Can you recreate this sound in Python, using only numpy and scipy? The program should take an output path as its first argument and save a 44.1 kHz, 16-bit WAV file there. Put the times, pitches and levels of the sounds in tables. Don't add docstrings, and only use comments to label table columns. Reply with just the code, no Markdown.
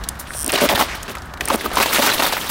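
import sys
import numpy as np
from scipy import signal
from scipy.fft import rfft, irfft
from scipy.io import wavfile
from scipy.ndimage import uniform_filter1d

SR = 44100
rng = np.random.default_rng(int(sys.argv[2]) if len(sys.argv) > 2 else 0)


def voltage_ratio(level):
    return 10 ** (np.asarray(level, float) / 20)


def digitize_waveform(pressure):
    field = np.atleast_2d(pressure).T
    bounded = np.clip(field, -1, 1)
    quanta = np.round(bounded * 32767).astype(np.int16)
    wavfile.write(sys.argv[1], SR, quanta)


N = 110250

# start in seconds, length in seconds, pop level in dB, pop pitch in
# Hz, grit level in dB.
DRAGS = [(.43, 0.061, -43.5, 321.2, -45), (.488, 0.019, -40.5, 2318, -24.5),
         (0.523, 0.038, -32.5, 425.6, -22.5), (0.572, 0.016, -61, 593, -23),
         (.603, 0.012, -63, 1210, -24), (0.615, 0.044, -24, 465.2, -19.5),
         (.6885, 0.049, -26.5, 666.4, -23.5), (.88, 0.074, -37, 2060, -64),
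         (.748, 0.013, -38, 900, -19.5), (0.774, 0.014, -36.5, 771, -21.5),
         (0.791, 0.033, -26, 892.6, -19), (0.825, 0.023, -52, 890, -29),
         (1.081, 0.037, -48, 374.5, -35.5), (1.477, 0.017, -43, 867, -28),
         (1.501, 0.005, -32, 960, -18), (1.513, 0.041, -32.5, 571.6, -27),
         (1.535, 0.019, -36, 357.4, -26), (1.606, 0.014, -66, 1480, -36),
         (1.642, 0.022, -42, 399.3, -29), (1.406, 0.0092, -51.5, 530, -50),
         (1.703, 0.048, -37.5, 1346, -64), (1.4, 0.069, -46.5, 399, -39),
         (1.575, 0.12, -43, 349, -38),
         (1.762, 0.014, -37.5, 897, -26.5), (1.77, 0.02, -28.5, 960, -26),
               (1.8, 0.012, -29.5, 923, -24), (1.82, 0.017, -52, 1177, -19),
               (1.857, 0.0056, -41, 785, -18.5), (1.925, 0.055, -64, 1260, -20),
               (1.982, 0.018, -30, 548, -21), (2.018, 0.047, -28.5, 959, -19),
               (2.063, 0.042, -27.5, 1138, -19.5), (2.114, 0.0065, -46, 960, -29),
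               (2.132, 0.013, -53, 880, -25), (2.176, .016, -49, 795, -33), (2.194, 0.0096, -33, 763, -23),
               (2.222, 0.032, -31, 795, -23), (2.261, 0.02, -44, 906, -18), (2.323, 0.011, -46.5, 632, -18),
               (2.362, 0.017, -43.5, 781, -38), (2.44, 0.0095, -50, 818, -41),
               (2.493, .012, -26, 920, -22.5)]
# pitch in Hz, width in Hz, level in dB beside a 500 Hz pop.
SHELL_MODES = [(285, 115, -3.5), (381, 43, -12), (572, 14.4, -5)]
# frequency in Hz, level in dB.
GRIT_SPECTRUM = [(150, -3.5), (400, 2.5), (1200, 4), (2600, 2), (3800, 1.5), (7000, -6.5), (12500, -5.5),
                 (16000, -1)]
# time in seconds, level in dB.
RUB = [(0, -42.5), (.3, -39), (.48, -40), (.53, -24), (.85, -25.5), (.94, -29), (1.0, -33.5), (1.2, -40.5),
       (1.4, -51), (1.5, -32.5), (1.58, -32), (1.69, -38.5), (1.77, -19.5), (1.9, -22.5), (2.12, -21.5),
       (2.18, -21.5), (2.31, -24.5), (2.5, -27)]
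# start in seconds, peak in dB, pitch in Hz, decay in seconds.
KNOCKS = [(0.211, -19, 1110, 0.023), (0.348, -16, 674, 0.018), (0.495, -6, 2980, 0.02),
          (0.528, -4, 1860, 0.02), (0.536, -10, 1160, 0.023), (0.554, -6, 2530, 0.034),
          (0.577, -8, 2830, 0.02), (0.639, -10, 565, 0.013), (0.689, 2, 2530, 0.038),
          (0.696, 1, 890, 0.015), (0.751, -11, 1720, 0.022), (0.793, -5, 1050, 0.02), (0.81, 4, 970, 0.015),
          (0.822, -1, 920, 0.02), (1.08, -12.5, 1400, 0.031), (1.17, -13.5, 1350, 0.016),
          (1.338, -15.5, 937, 0.026), (1.408, -6, 1760, 0.031), (1.476, -8, 1780, 0.02),
          (1.496, -10, 1200, 0.02), (1.5, -6.5, 990, 0.032), (1.515, -12, 590, 0.016),
          (1.543, -5, 630, 0.01), (1.61, -7.5, 1870, 0.023), (1.702, -17, 910, 0.015),
          (1.715, -9, 641, 0.04), (1.771, 4, 956, 0.017), (1.782, -8, 910, 0.02),
          (1.801, 3.5, 1050, 0.0093), (1.826, -2.5, 2370, 0.02), (1.859, -4.5, 600, 0.018),
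          (1.93, -4, 2060, 0.02), (1.945, -13, 1400, 0.012), (1.968, -11, 1880, 0.02),
          (1.991, 4, 570, 0.02), (2.023, 0, 1230, 0.024), (2.039, -6, 2600, 0.018),
          (2.062, -6, 1170, 0.023), (2.091, -1, 1530, 0.023), (2.136, -11, 1380, 0.02),
          (2.194, -7, 750, 0.014), (2.222, -0.5, 1180, 0.045), (2.243, -4, 700, 0.018),
          (2.263, -9, 592, 0.031), (2.279, -14, 816, 0.02), (2.323, -8, 703, 0.033), (2.335, -8, 590, 0.02),
          (2.368, -4, 1360, 0.018), (2.441, -20, 826, 0.018)]
# start in seconds, peak in dB, centre in Hz, decay in seconds.
CRACKS = [(0.0369, -25, 4070, 0.044), (0.0876, -8.5, 8350, 0.015), (.153, -43, 3000, 0.07),
          (0.19, -38, 11000, 0.16), (0.196, -28, 10800, 0.067), (0.271, -30.5, 3020, 0.015),
          (.334, -28, 3830, 0.059), (0.95, -32.5, 13000, 0.066), (1.255, -44, 9400, 0.049),
          (1.002, -39, 4800, .02), (1.027, -31, 7650, 0.044), (1.031, -13, 6000, 0.0037),
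          (1.0945, -21.5, 2740, 0.013), (1.112, -35, 5000, 0.017), (1.1517, -21.5, 1570, 0.031),
          (1.182, -35, 4400, 0.041), (1.22, -32, 5000, 0.017), (1.337, -28.5, 3900, 0.022),
          (1.3732, -31, 2530, 0.026), (1.408, -13, 2560, 0.023), (1.453, -24, 10900, 0.022),
          (1.732, -31.5, 11200, 0.15)]
# centre in seconds, peak in dB, pitch in Hz, length in seconds.
SQUEALS = [
    (0.307, -13, 1650, 0.00058),
    (0.494, -22, 2650, 0.0021),
    (.756, -20, 3750, 0.0032),
    (1.662, -13, 1220, 0.0041),
    (1.831, -15.5, 2560, 0.0034),
    (2.118, -10, 4000, 0.0019),
    (2.253, -15, 3670, 0.0045),
]
# time in seconds, slips per second, level in dB.
CREAK = [
    (.296, 730, -28),
    (.315, 690, -23),
    (0.332, 630, -22),
    (0.344, 460, -19),
    (0.349, 480, -13),
    (0.365, 620, -12.5),
    (0.371, 500, -10),
    (0.382, 400, -11),
]
# time in seconds, level in dB.
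SLIPS = [(.2756, -24), (.282, -23), (0.288, -24), (0.292, -19), (0.4446, 2.5), (0.4628, 3), (0.479, 3),
         (0.5203, 3.5), (0.5378, -0.5), (1.456, 0.5), (1.4851, 4), (1.5583, 0.5), (1.7567, -0.5)]
# pitch in Hz, level in dB, 60 dB decay in seconds.
JOINT_MODES = [(3200, -30.5, 0.015), (5670, -9, 0.0036), (8780, -3, 0.0031), (9290, -1.5, 0.0034),
               (10000, -5.5, 0.0031), (11800, -9.5, 0.0034), (13300, -13, 0.0034), (15000, -14, .003)]
# frequency in Hz, level in dB.
TRAFFIC_SPECTRUM = [(25, 7), (65, 7), (200, 8), (450, -2), (1000, 3.5), (1700, 2.5), (2600, -19),
                    (16000, -33)]
# centre in seconds, width in seconds, level in dB.
GUSTS = [
    (0.02, 0.031, -30),
    (0.361, 0.023, -38),
    (.44, 0.048, -37),
    (0.746, 0.0066, -15.5),
    (1.03, 0.028, -33),
    (1.241, 0.028, -39.5),
    (1.744, 0.008, -21),
    (1.789, 0.015, -36),
]

ATTACK_S, RELEASE_S = .0015, .0035
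POP_WIDTH, POPS_PER_CYCLE, POP_SPREAD_DB, POP_JITTER = .55, .6, 3.0, .4
OVERTONE_DB, SHELL_FALL_DB_PER_OCT = -10.5, -5.5
SHELL_FREE_DB = -24
GRIT_PER_S, GRIT_SPREAD_DB, GRIT_FLUTTER_DB, GRIT_HISS = 700, 2.5, 4.0, .11
FINE_HZ = 5500
FINE_SMEAR_S = .013
RUB_TILT_HZ = 5000
WORN_S, WORN_BRIGHT = 1.77, 0.83
LIFT_DEPTH, LIFT_LEAD_S, LIFT_S = .5, .0025, .0022
KNOCK_DB, KNOCK_WIDTH, KNOCK_SNAP_DB, KNOCK_THUD_DB, KNOCK_THUD_HZ = -6.5, 0.35, -29.5, -6.5, 250
CRACK_WIDTH, CRACK_BROAD_DB, CRACK_RISE_S = 0.6, -9, .0006
SLOW_START_S, SLOW_PERIOD_S, SLOW_DB, SLOW_GROWTH_DB = .3841, .00663, -4.5, .5
JOINT_DB, JOINT_ROUGH, JOINT_ECHO_S, JOINT_ECHO_DB = -1, .35, .0021, -14
TRAFFIC_DB, GUST_HZ = -36.5, 53
RUMBLE_HZ, RUMBLE_DB, RUMBLE_FADE_S = 62.4, -38, 1.87
ECHO_DB, ECHO_T60_S = -22, .2
CEILING, TOP_HZ = .56, 15790


def level(x, db):
    return x * voltage_ratio(db) / np.sqrt(np.mean(x ** 2))


def band(x, hz, width_hz):
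    return signal.lfilter(*signal.iirpeak(min(hz, .45 * SR), hz / width_hz, SR), x)


def colour(x, points):
    f = np.fft.rfftfreq(len(x), 1 / SR) + 1
    hz, db = np.array(points).T
    return irfft(rfft(x) * voltage_ratio(np.interp(np.log(f), np.log(hz), db)), len(x))


def walk(rate):
    k = int(SR / rate)
    held = np.repeat(rng.standard_normal(N // k + 1), k)
    return 0.65 * uniform_filter1d(uniform_filter1d(held, k), k)[:N]


def decay_60(u, t60):
    return np.exp(-np.log(1000) * u / t60)


def grit():
    shared, out = walk(70), 0
    for hz in 200 * 2 ** np.arange(0, 6.4, .34):
        chance, sign = rng.random(N), rng.choice([-1., 1.], N)
        size_db = GRIT_SPREAD_DB * rng.exponential(size=N)
        clicks = (chance < GRIT_PER_S * np.sqrt(hz / 2000) / SR) * sign * voltage_ratio(size_db)
        hiss = GRIT_HISS * (1 + (hz / FINE_HZ) ** 2) * rng.standard_normal(N)
        flutter = voltage_ratio(GRIT_FLUTTER_DB * (.5 * shared + 1.51 * walk(110)))
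        patch = band(band((clicks + hiss) * flutter, hz, hz * 0.4), hz, hz * 0.58)
        out = out + level(patch, 10 * np.log10(hz))
    return level(colour(out, GRIT_SPECTRUM), 0)


def shell_pops(env, hz, pop_db):
    gap, size = rng.standard_normal((2, 300))
    at = np.cumsum(np.exp(POP_JITTER * gap) * SR / hz / POPS_PER_CYCLE).astype(int)
    inside = at < len(env)
    kick = np.full(len(env), 1e-9)
    kick[at[inside]] = voltage_ratio(POP_SPREAD_DB * size[inside])

    def ring(f, width, db):
        return level(band(band(kick * env, f, width), f, f), db)

    fall = SHELL_FALL_DB_PER_OCT * np.log2(hz / 500)
    damp = max(voltage_ratio(SHELL_FREE_DB - pop_db), 1)
    hollow = sum(ring(f, min(w * damp, f / 2), db + fall) for f, w, db in SHELL_MODES)
    return ring(hz, hz * POP_WIDTH, 0) + ring(hz * 2.21, hz, OVERTONE_DB) + hollow


def drags(t):
    rasp = grit()
    dull = signal.lfilter(*signal.butter(1, RUB_TILT_HZ, fs=SR), rasp)
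    fine = rasp - dull
    bright = np.clip((t - WORN_S) / 0.05, 0, 1) * WORN_BRIGHT
    out = (dull + bright * fine) * voltage_ratio(np.interp(t, *np.array(RUB).T))
    push = np.zeros(N)
    for s, length, pop_db, hz, grit_db in DRAGS:
        a = slice(int(s * SR), int((s + length + .08) * SR))
        u = t[a] - s
        env = np.clip(u / ATTACK_S, 0, 1) * np.exp(-np.clip(u - length, 0, None) / RELEASE_S)
        fill = np.sqrt(len(u) / SR / (length + RELEASE_S / 2))
        out[a] += voltage_ratio(pop_db) * fill * shell_pops(env, hz, pop_db)
        out[a] += voltage_ratio(grit_db) * env * dull[a]
        push[a] += voltage_ratio(grit_db) * env
    lift = np.ones(N)
    for s, *_ in KNOCKS:
        lift *= 1 - LIFT_DEPTH * np.exp(-((t - s + LIFT_LEAD_S) / LIFT_S) ** 2)
    return lift * out + fine * uniform_filter1d(push, int(FINE_SMEAR_S * SR))


def peak(x):
    return x / np.abs(x).max()


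def knocks(t):
    out = np.zeros(N)
    u = t[:3500]
    thud = peak(band(np.diff(np.exp(-u / 0.00077), prepend=0), KNOCK_THUD_HZ, 250))
    for s, db, hz, decay in KNOCKS:
        hit = rng.standard_normal(len(u)) * decay_60(u, decay)
        body = peak(band(hit, hz, hz * KNOCK_WIDTH))
        snap = peak(band(hit * np.exp(-u / .002), 2500, 6000))
        knock = body + voltage_ratio(KNOCK_SNAP_DB) * snap + voltage_ratio(KNOCK_THUD_DB) * thud
        a = int(s * SR)
        out[a:a + len(u)] += voltage_ratio(db + KNOCK_DB) * knock[:N - a]
    return out


def cracks(t):
    out, noise = np.zeros(N), rng.standard_normal(N)
    for s, db, hz, decay in CRACKS:
        a = slice(int(s * SR), int((s + 0.16) * SR))
        u = t[a] - t[a][0]
        env = (1 - np.exp(-u / CRACK_RISE_S)) * decay_60(u, decay)
        core = level(band(noise[a], hz, hz * CRACK_WIDTH), 0)
        skirt = level(band(noise[a], 10000, 18000), CRACK_BROAD_DB)
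        out[a] += voltage_ratio(db) * env * (core + skirt)
    return out


def squeals(t):
    out = np.zeros(N)
    for s, db, hz, length in SQUEALS:
        tone = np.sin(2 * np.pi * hz * (t - s) + 1.3 * walk(1000))
        out += voltage_ratio(db) * np.exp(-((t - s) / length) ** 2) * tone
    return out


def joint(t):
    when, rate, db = np.array(CREAK).T
    phase = np.cumsum(np.interp(t, when, rate, 0, 0)) / SR
    slipped = np.diff(np.floor(phase), prepend=0) > 0
    kick = slipped * voltage_ratio(np.interp(t, when, db) + rng.standard_normal(N))
    k = np.arange(8)
    step_s = SLOW_START_S + k * SLOW_PERIOD_S + .0002 * rng.standard_normal(len(k))
    steps = np.c_[step_s, SLOW_DB + k * SLOW_GROWTH_DB]
    for s, db in [*steps, *SLIPS]:
        kick[int(s * SR)] += voltage_ratio(db)
    u = t[:900]
    ring = sum(voltage_ratio(d) * np.sin(2 * np.pi * hz * u) * decay_60(u, t60) for hz, d, t60 in JOINT_MODES)
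    ring = ring * (1 - np.exp(-u / .0004))
    direct = signal.fftconvolve(kick, ring)[:N] * voltage_ratio(JOINT_DB) * (1 + JOINT_ROUGH * walk(6000))
    bounce = np.roll(direct, int(JOINT_ECHO_S * SR)) * (1 + 0.78 * rng.standard_normal(N))
    return direct + voltage_ratio(JOINT_ECHO_DB) * bounce


def echo(wheel, t):
    u = t[:SR // 3]
    tail = band(rng.standard_normal(len(u)), 2140, 5800) * decay_60(u, ECHO_T60_S) * (u > .003)
    return voltage_ratio(ECHO_DB) * signal.fftconvolve(wheel, tail / np.sqrt(np.sum(tail ** 2)))[:N]


def traffic(t):
    far = level(colour(rng.standard_normal(N), TRAFFIC_SPECTRUM), TRAFFIC_DB) * voltage_ratio(2.5 * walk(6))
    rumble = band(band(rng.standard_normal(N), RUMBLE_HZ, 29), RUMBLE_HZ, 69)
    fade_db = -9 / (1 + np.exp((RUMBLE_FADE_S - t) / 0.097))
    return far + level(rumble, RUMBLE_DB) * voltage_ratio(1.8 * walk(10.0) + fade_db)


def wind(t):
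    low = level(band(rng.standard_normal(N), GUST_HZ, 67), -5.5)
    out = np.zeros(N)
    for s, width, db in GUSTS:
        swing = np.sin(2 * np.pi * GUST_HZ * (t - s))
        out += voltage_ratio(db) * np.exp(-((t - s) / width) ** 2) * (swing + low)
    return out


def scene():
    t = np.arange(N) / SR
    wheel = drags(t) + knocks(t) + cracks(t) + squeals(t) + joint(t)
    return (wheel + echo(wheel, t) + traffic(t) + wind(t))[None]


def low_pass(x):
    return signal.sosfilt(signal.butter(12, 16850, fs=SR, output="sos"), x)


def record(dry):
    rounded = dry / (1 + (dry / CEILING) ** 4) ** .25
    top_cut = signal.ellip(10, .2, 45, TOP_HZ, fs=SR, output="sos")
    mix = signal.sosfilt(top_cut, rounded)
    return low_pass(mix)


dry = scene()
out = record(dry)
digitize_waveform(out)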